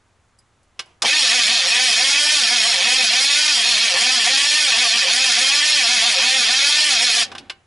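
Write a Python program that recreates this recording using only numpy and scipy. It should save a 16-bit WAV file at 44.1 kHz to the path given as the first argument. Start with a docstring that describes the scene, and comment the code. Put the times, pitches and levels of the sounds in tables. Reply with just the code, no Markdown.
"""In a workshop, heard from under the vehicle, a starter motor cranks a diesel that never fires.
Metal ticks, the solenoid (the starter's magnetic switch) clacks, and the pinion (its small gear)
grinds round the open ring gear on the flywheel, clattering and whining. The cylinders squeeze their
air unevenly, dragging the speed up and down, and the housing groans at the hardest squeezes.
Then the drive cuts out, the teeth knock in the gaps between them and the pinion snaps back."""
import sys
import numpy as np
from scipy import signal
from scipy.fft import rfft, irfft
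from scipy.io import wavfile
from scipy.ndimage import uniform_filter1d

SR = 44100
rng = np.random.default_rng(int(sys.argv[2]) if len(sys.argv) > 2 else 0)


def int16_out(signal):
    """Quantize to a 16-bit WAV file."""
    q = np.round(np.clip(np.atleast_2d(signal).T, -1, 1) * 32767)
    wavfile.write(sys.argv[1], SR, q.astype(np.int16))


N = 337806
TIME = np.arange(N) / SR
RING_TEETH, PINION_TEETH = 139, 11
MOTOR_ORDER = 3.1  # vibrations of the starter's own gearing per ring-gear tooth
FLICKER_HZ = 14


def amp(db):
    """Turns decibels into a gain."""
    return 10 ** (np.asarray(db) / 20)


def unit(x):
    """Scales a signal to an average (rms) level of 1."""
    return x / np.sqrt(np.mean(x ** 2) + 1e-20)


def bump(at, width_s, t=TIME):
    """A smooth rise and fall that reaches 1 at the given second."""
    return np.exp(-((t - at) / width_s) ** 2)


def read(points, hz):
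    """Reads between a table's rows on a log-frequency axis."""
    row_hz, value = np.transpose(points)
    return np.interp(np.log(hz + 1), np.log(row_hz + 1), value)


def wander(hz, size=4096):
    """A random drift of average size 1, moving up to about the given rate."""
    rates = np.fft.rfftfreq(size, TIME[-1] / size)
    spectrum = rfft(rng.standard_normal(size)) / (1 + (rates / hz) ** 4)
    return np.interp(TIME, np.linspace(0, TIME[-1], size), unit(irfft(spectrum)))


def colour(x, spectrum, resonances=(), size=8192):
    """Filters a sound with a broad tone curve and narrow ringing peaks."""
    hz = abs(np.fft.fftfreq(size, 1 / SR))
    gain = amp(read(spectrum, hz))
    for centre, width, lift_db in resonances:
        gain = gain * np.sqrt(1 + (amp(abs(lift_db)) ** 2 - 1) / (1 + (2 * (hz - centre) / width) ** 2))
    # this phase makes the ringing follow a hit, never come before it
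    response = np.fft.ifft(np.exp(np.conj(signal.hilbert(np.log(gain))))).real
    return signal.oaconvolve(x, response[:size // 2])[:len(x)]


def steady(x, size):
    """Evens out the level over `size` samples."""
    return x / np.sqrt(abs(uniform_filter1d(x ** 2, size)) + 1e-9)


def swell(x, low_hz, high_hz, lift_db):
    """Lifts and lowers one band about its usual level."""
    band = signal.sosfiltfilt(signal.butter(2, [low_hz, high_hz], "band", fs=SR, output="sos"), x)
    return x + band * (amp(lift_db) - 1)


def rough_tone(turns, rough):
    """One tone, shaken in strength and phase as by loosely fitting teeth."""
    angle = 2 * np.pi * (turns + rng.random())
    return (1 + rough * wander(64)) * np.cos(angle) + rough * wander(59) * np.sin(angle)


# The shop's background noise. Each row: frequency in Hz, relative level in dB.
AIR_COLOUR = [(25, -6), (65, -3), (100, 0), (150, -9), (250, -12), (400, -14), (1200, -14), (2000, -19),
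              (3000, -23), (5000, -27), (7000, -26), (9500, -32)]


def workshop_air(level_db=-61, width=.22):
    """The quiet rumble and hiss of the shop, slightly different in each ear."""
    middle, side = (unit(colour(rng.standard_normal(N), AIR_COLOUR)) for _ in range(2))
    return amp(level_db) * unit(np.array([middle + width * side, middle - width * side]))


# Small metal ticks close by. Each row: start in seconds, relative level in dB.
TICK_HITS = [(0.3875, -34), (0.631, -44), (0.8594, -40)]
# The notes they ring with. Each row: pitch in Hz, width in Hz, boost in dB.
TICK_RINGS = [(4950, 90, 25), (7790, 80, 13), (9700, 90, 10)]


def ticks(decay_s=0.0097, level_db=-12):
    """Tiny taps on a thin metal part that pings."""
    taps = sum(amp(db) * (TIME >= s) * np.exp(-abs(TIME - s) / decay_s) for s, db in TICK_HITS)
    spectrum = [(300, -26), (2500, -25), (4500, -12), (6500, -8), (11000, 0)]
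    return amp(level_db) * colour(taps * rng.standard_normal(N), spectrum, TICK_RINGS)


# Knocks of solenoid, pinion and loose teeth. Each row: start in seconds, relative level in dB,
# bass score, treble score (a higher score gives more of that band).
KNOCK_HITS = [(0.792, -16, -40, -17), (1.02, -7, -26, 1.5), (7.316, -26.5, -8, -23.5),
              (7.35, -24, -14, -26), (7.38, -24, -51, -17), (7.497, -17.5, -40, -28)]
# The tone of a knock's crash. Each row: frequency in Hz, gain in dB.
CRASH_COLOUR = [(60, -20), (250, -12.5), (600, -5), (1200, -3), (2000, -1), (3000, 2.5), (5000, -2),
                (6500, -10.5), (11000, -18)]
# The starter body's notes. Each row: pitch in Hz, relative level in dB, seconds to fade by 60 dB.
STARTER_RINGS = [(358, -31, 0.5), (783, -25, 0.23), (1060, -14.5, 0.13), (1170, -11.5, 0.076),
                 (1560, -16, 0.14), (2220, -16.5, 0.13), (2910, -8, 0.087), (3480, -2.5, 0.048),
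                 (4060, -14, 0.05), (5200, -4.5, 0.04), (5800, -12, 0.046)]


def knocks(rise_s=0.0014, crack_s=0.01, rattle_db=-23, rattle_s=0.016, ring_db=-6, level_db=-8):
    """Steel slams on steel: a short crash of contacts and the ring of the starter body."""
    out, t = np.zeros(N + SR), np.arange(SR // 2) / SR
    _, _, usual_bass, usual_treble = np.median(KNOCK_HITS, axis=0)
    fade = np.exp(-t / crack_s) + amp(rattle_db) * np.exp(-t / rattle_s)
    ring = sum(amp(db - 60 * t / fade_s) * np.sin(2 * np.pi * hz * t) for hz, db, fade_s in STARTER_RINGS)
    for start, db, bass, treble in KNOCK_HITS:
        crash = colour(rng.standard_normal(len(t)) * fade, CRASH_COLOUR)
        tilt = [(900, 0.42 * (bass - usual_bass)), (2800, 0.016), (6500, 0.53 * (treble - usual_treble))]
        hit = colour(crash + amp(ring_db) * ring, tilt)
        hit *= 1 - np.exp(-t / rise_s)  # the contacts close one after another
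        out[round(start * SR):][:len(t)] += amp(db + level_db) * hit / np.std(hit[:SR // 100])
    return out[:N]


def motor_rub(at=0.863, width_s=0.079, level_db=-56):
    """The motor creeps round with a faint rub before the pinion bites."""
    spectrum = [(100, -12.5), (400, -2.5), (700, -3), (1100, 0), (1700, -13), (2900, -4), (4000, -15),
                (6000, -15), (9000, -26)]
    return amp(level_db) * unit(colour(rng.standard_normal(N), spectrum)) * bump(at, width_s)


# Engine cycles, each ending as the tightest cylinder squeezes hardest.
# Each row: end in seconds, strength of that cycle's squeezes (1 is normal).
ENGINE_CYCLES = [(1.646, 1.15), (2.789, 1.05), (3.94, 1.07), (5.06, .97), (6.171, .95), (7.291, .97)]
# Only four cylinders hold their air. Each row: place in the cycle from 0 to 1, how hard it brakes.
SQUEEZES = [(.265, .30), (.724, .347), (.859, .27), (1, .455)]


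def cranking_speed(free_teeth_per_s=318, start_s=1.03, spin_up_s=.033, first_cycle_s=1.282, cut_s=7.27,
                   coast_s=0.18, squeeze_s=.075, spring_s=.038, recover_s=.193, slow_share=.657):
    """Teeth passing per second: each squeeze brakes the engine, which springs back and regains speed."""
    t = np.linspace(0, TIME[-1], 4096)
    ends, strengths = np.transpose(ENGINE_CYCLES)
    starts = np.r_[ends[0] - first_cycle_s, ends[:-1]]
    drag = np.zeros(len(t))
    for start, end, strength in zip(starts, ends, strengths):
        for place, tightness in SQUEEZES:
            top = start + place * (end - start)
            if top > start_s:
                spring = (1 - slow_share) * bump(top, spring_s, t)
                recover = slow_share * np.exp(-abs(t - top) / recover_s)
                drag += strength * tightness * np.where(t < top, bump(top, squeeze_s, t), spring + recover)
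    spin_up = 1 - np.exp(-np.maximum(t - start_s, spin_up_s / 10) / spin_up_s)
    coast = np.maximum(t - cut_s, 0) / coast_s
    return np.interp(TIME, t, free_teeth_per_s * spin_up * np.exp(-drag - coast))


def effort(speed, usual_teeth_per_s=245, octaves_per_s=5):
    """Load (octaves below the usual speed) and pull (-1 braking to 1 speeding up)."""
    load = np.clip(np.log2(usual_teeth_per_s / speed), -1, .5)
    pull = np.tanh(np.gradient(np.log2(speed)) * SR / octaves_per_s)
    return load, pull


def engaged(start_s=1.04, rise_s=0.007, stop_s=7.23, fade_s=0.015):
    """The gears take up the load quickly and fall quiet once the current is cut."""
    return np.clip((TIME - start_s) / rise_s, 0, 1) * np.exp(-np.maximum(TIME - stop_s, 0) / fade_s)


def tooth_strikes(teeth, jitter_s, worn_db, chance_db):
    """One sharp click per tooth; the wear on each gear repeats with every turn."""
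    number = np.arange(1, int(teeth[-1]) - 1)
    late, chance = rng.standard_normal((len(number), 2)).T
    wear = sum(rng.standard_normal(count)[number % count] for count in (PINION_TEETH, RING_TEETH))
    force = amp(worn_db * wear + chance_db * chance)
    at = (np.interp(number, teeth, TIME) + jitter_s * late) * SR
    near = at.astype(int)[:, None] + np.arange(-8, 9)
    clicks = force[:, None] * np.sinc(near - at[:, None])  # lets a click fall between samples
    return unit(np.bincount(near.ravel(), clicks.ravel(), N)[:N])


# Travel time of bending waves in the steel. Each row: frequency in Hz, delay in seconds.
STEEL_DELAYS = [(500, 0.002912), (2000, 0.008), (3500, 0.0067), (6000, 0.006), (11000, 0.0065)]


def through_steel(x):
    """Pitches cross steel at different speeds, smearing each click into a short chirp."""
    hz = np.fft.rfftfreq(N, 1 / SR)
    lag_turns = np.cumsum(read(STEEL_DELAYS, hz)) * hz[1]
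    return irfft(rfft(x) * np.exp(-2j * np.pi * lag_turns), N)


def flywheel(x, ring_s=0.0062, shift_hz=20, count=6):
    """The contact travels round the wheel, so its mix of notes keeps shifting at an even level."""
    t = np.arange(SR // 20) / SR
    rings = rng.standard_normal((count, len(t))) * np.exp(-t / ring_s)
    mix = np.array([wander(shift_hz) for _ in rings])
    ringing = signal.oaconvolve(x[None], rings, axes=1)[:, :N]
    return unit((mix * ringing).sum(0) / np.linalg.norm(mix, axis=0))


# The tone of the clattering teeth. Each row: frequency in Hz, relative level in dB.
TOOTH_COLOUR = [(50, -37.5), (150, -27.5), (260, -23.5), (400, -20), (1000, -13), (1400, -10.5), (2000, -3),
                (3200, 0.5), (4200, 1), (5400, 2), (6200, -5), (7000, -4.5), (7600, -12.5), (11000, -12.5)]
# The notes of the housing round the flywheel. Each row: pitch in Hz, width in Hz, boost in dB.
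HOUSING_RINGS = [(525.7, 18.6, 9.5), (711, 42, 7), (772, 29, 6), (1065, 210, 2.5), (1800, 103, 6.5),
                 (2250, 160, 2.5), (2534, 59, 9.5), (3208, 94, 8), (3560, 170, 2), (4190, 78, 4),
                 (4574, 80, 3.5), (8290, 210, 5.5)]


def clatter(teeth, load, pull, rebound_db=-6, scrape_db=-5, wheel_db=1, level_db=-15, stall_db=-7):
    """Each tooth strikes, scrapes and bounces, and the flywheel and housing ring."""
    strike = tooth_strikes(teeth + 0.0094 * wander(44), jitter_s=.000034, worn_db=0.96, chance_db=1.23)
    bounce = tooth_strikes(teeth - .37 + 0.0817 * wander(23.8), jitter_s=.0001, worn_db=0, chance_db=1.5)
    scrape = unit(rng.standard_normal(N) * np.exp(-(teeth % 1) / 0.48))  # fades along each tooth
    force = unit(through_steel(strike + amp(rebound_db) * bounce + amp(scrape_db) * scrape))
    metal = colour(force + amp(wheel_db) * flywheel(force), TOOTH_COLOUR, HOUSING_RINGS)
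    # load dulls the teeth, hard braking makes them rattle
    treble_db = -4 * load + 2 * np.minimum(pull, 0) ** 4 + 1.6 * wander(FLICKER_HZ)
    metal = swell(metal, 7100, 18000, treble_db)
    metal = swell(metal, 1800, 2770, lift_db=pull + 0.4 * wander(FLICKER_HZ))
    slowing_db = stall_db * np.maximum(load, 0) ** 2 - load  # slower teeth are quieter
    return steady(metal, size=1100) * amp(level_db + slowing_db + 0.38 * wander(FLICKER_HZ))


# The tones of the meshing gears. Each row: multiple of the tooth rate, relative level in dB.
GEAR_TONES = [(2, -2), (3, -3), (4, -0.5), (5, 2), (6, -12), (7, 1.5), (8, -21)]
# The tone curve the whine passes through. Each row: frequency in Hz, gain in dB.
GEAR_COLOUR = [(150, -45), (300, -12), (450, -14), (540, -9), (610, -18), (700, -6), (790, -3), (910, -2),
               (1000, -7), (1150, -2.5), (1380, -12.5), (1580, -2), (1800, 1.5), (2600, -5), (4000, -12.5)]


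def whine(teeth, load, pull, rough=0.43, level_db=-44, load_db=5, pull_db=2, flicker_db=3):
    """Ring-gear and starter-gear tones grow under load and flare as they cross the housing's notes."""
    ring_gear = sum(amp(db) * rough_tone(k * teeth, rough) for k, db in GEAR_TONES)
    motor = sum(amp(db) * rough_tone(k * MOTOR_ORDER * teeth, rough)
                for k, db in [(1, 2), (2, -6), (3, -14)])
    gain = amp(level_db + load_db * load + pull_db * pull + flicker_db * wander(FLICKER_HZ))
    return colour((ring_gear + motor) * gain, GEAR_COLOUR, HOUSING_RINGS)


# How the hum follows the speed. Each row: teeth per second, relative level in dB.
HUM_LEVELS = [(170, -60), (240, -45), (300, -50)]


def hum(teeth, speed, flicker_db=2):
    """A low note at the tooth rate, which the panels give off poorly when the engine slows."""
    level_db = read(HUM_LEVELS, speed) - flicker_db / 2 + flicker_db * wander(FLICKER_HZ)
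    return amp(level_db) * rough_tone(teeth, rough=0.58)


# Groans as the starter takes up the load and at the hardest squeezes.
# Each row: loudest moment in seconds, level in dB, half-length in seconds.
GROAN_SURGES = [(1.051, -23.5, 0.018), (1.662, -42, .03), (2.81, -36.5, 0.026), (3.963, -30.5, 0.019),
                (5.084, -33.5, .02), (6.2, -33.5, 0.018)]
# The tone of their rasp. Each row: frequency in Hz, relative level in dB.
RASP_COLOUR = [(60, -23), (300, -16), (520, -9), (750, -12), (900, 0), (1200, -11), (1600, -22),
               (4000, -45)]


def groans(note_hz=532, note_db=4.5, lead_s=0.021, stretch=1.5):
    """The strained housing rasps; in all but the first groan its lowest note sings just ahead."""
    surge = sum(amp(db) * bump(s, width_s) for s, db, width_s in GROAN_SURGES)
    sing = sum(amp(db + note_db) * bump(s - lead_s, stretch * width_s)
               for s, db, width_s in GROAN_SURGES[1:])
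    rasp = steady(colour(rng.standard_normal(N), RASP_COLOUR, HOUSING_RINGS), size=1500)
    return surge * rasp + sing * rough_tone(note_hz * TIME, rough=.2)


def rundown(teeth, at=7.32, motor_at=7.27, body_hz=783):
    """The engine shudders to rest while the motor spins down and the starter body sings on."""
    spectrum = [(40, -11), (90, 4), (140, -3), (260, 3.5), (450, -4), (800, -6), (1400, -9),
                (3500, -13), (9000, -34)]
    shudder = amp(-46) * unit(colour(rng.standard_normal(N), spectrum)) * bump(at, width_s=0.17)
    spin = amp(-51) * rough_tone(MOTOR_ORDER * teeth, rough=0.56) * bump(motor_at, width_s=0.048)
    sing = amp(-51) * rough_tone(body_hz * TIME, rough=0.73) * bump(at, width_s=0.15)
    return shudder + spin + sing


def reverberate(x, decays, size=128):
    """A dense wash of echoes in stereo, each band dying at its own speed."""
    hz, t, noise = signal.stft(rng.standard_normal((2, SR // 2)), SR, nperseg=size)
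    fade = np.exp(-np.log(1000) * t / read(decays, hz)[:, None])
    tail = signal.istft(noise * fade, SR, nperseg=size)[1]
    tail[:, :size // 4] = 0  # a gap before the first echo
    tail /= np.linalg.norm(tail, axis=1, keepdims=True)
    return signal.oaconvolve(x[None], tail, axes=1)[:, :N]


# Echoes under the vehicle and in the shop. Each row: frequency in Hz, seconds to fade by 60 dB.
UNDERBODY_FADES = [(200, 0.044), (1000, 0.037), (4000, 0.05), (11000, 0.012)]
SHOP_FADES = [(200, .6), (1000, 0.76), (3000, 0.36), (6000, 0.18), (11000, 0.11)]
# Strength of the sideways echoes under the vehicle. Each row: frequency in Hz, gain in dB.
SIDE_COLOUR = [(100, -32), (400, -21), (1400, -13), (2800, -25), (5500, -23), (9500, -6.5)]


def echoes(x, shop_db=-24):
    """Sound bounces quickly off the underbody and lingers faintly in the shop."""
    underbody = reverberate(colour(x, SIDE_COLOUR), UNDERBODY_FADES)
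    return underbody + amp(shop_db) * reverberate(x, SHOP_FADES)


# The balance between the ears. Each row: frequency in Hz, left minus right in dB.
BALANCE = [(100, -3), (600, 0), (1400, -1.5), (2800, -0.3), (5500, -1), (9500, -3)]


def scene(flutter=.008):
    """Gears and knocks close by, with their echoes, over the quiet air of the shop."""
    speed = cranking_speed()
    load, pull = effort(speed)
    teeth = np.cumsum(speed * (1 + flutter * wander(39.89))) / SR  # ring-gear teeth passed so far
    gears = (clatter(teeth, load, pull) + whine(teeth, load, pull) + hum(teeth, speed)) * engaged()
    source = gears + groans() + knocks() + ticks() + motor_rub() + rundown(teeth)
    ears = [colour(x, [(hz, sign * db / 2) for hz, db in BALANCE])
            for x, sign in zip(source + echoes(source), (1, -1))]
    return np.array(ears) + workshop_air()


def record(dry, ceiling=.56, top_hz=11030):
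    """Rounds off the loudest peaks, then removes the highest treble."""
    rounded = dry / (1 + (dry / ceiling) ** 6) ** (1 / 6)
    lowpass = signal.firwin(511, top_hz, window=("kaiser", 9), fs=SR)
    return signal.oaconvolve(rounded, lowpass[None], "same")


dry = scene()
out = record(dry)
int16_out(out)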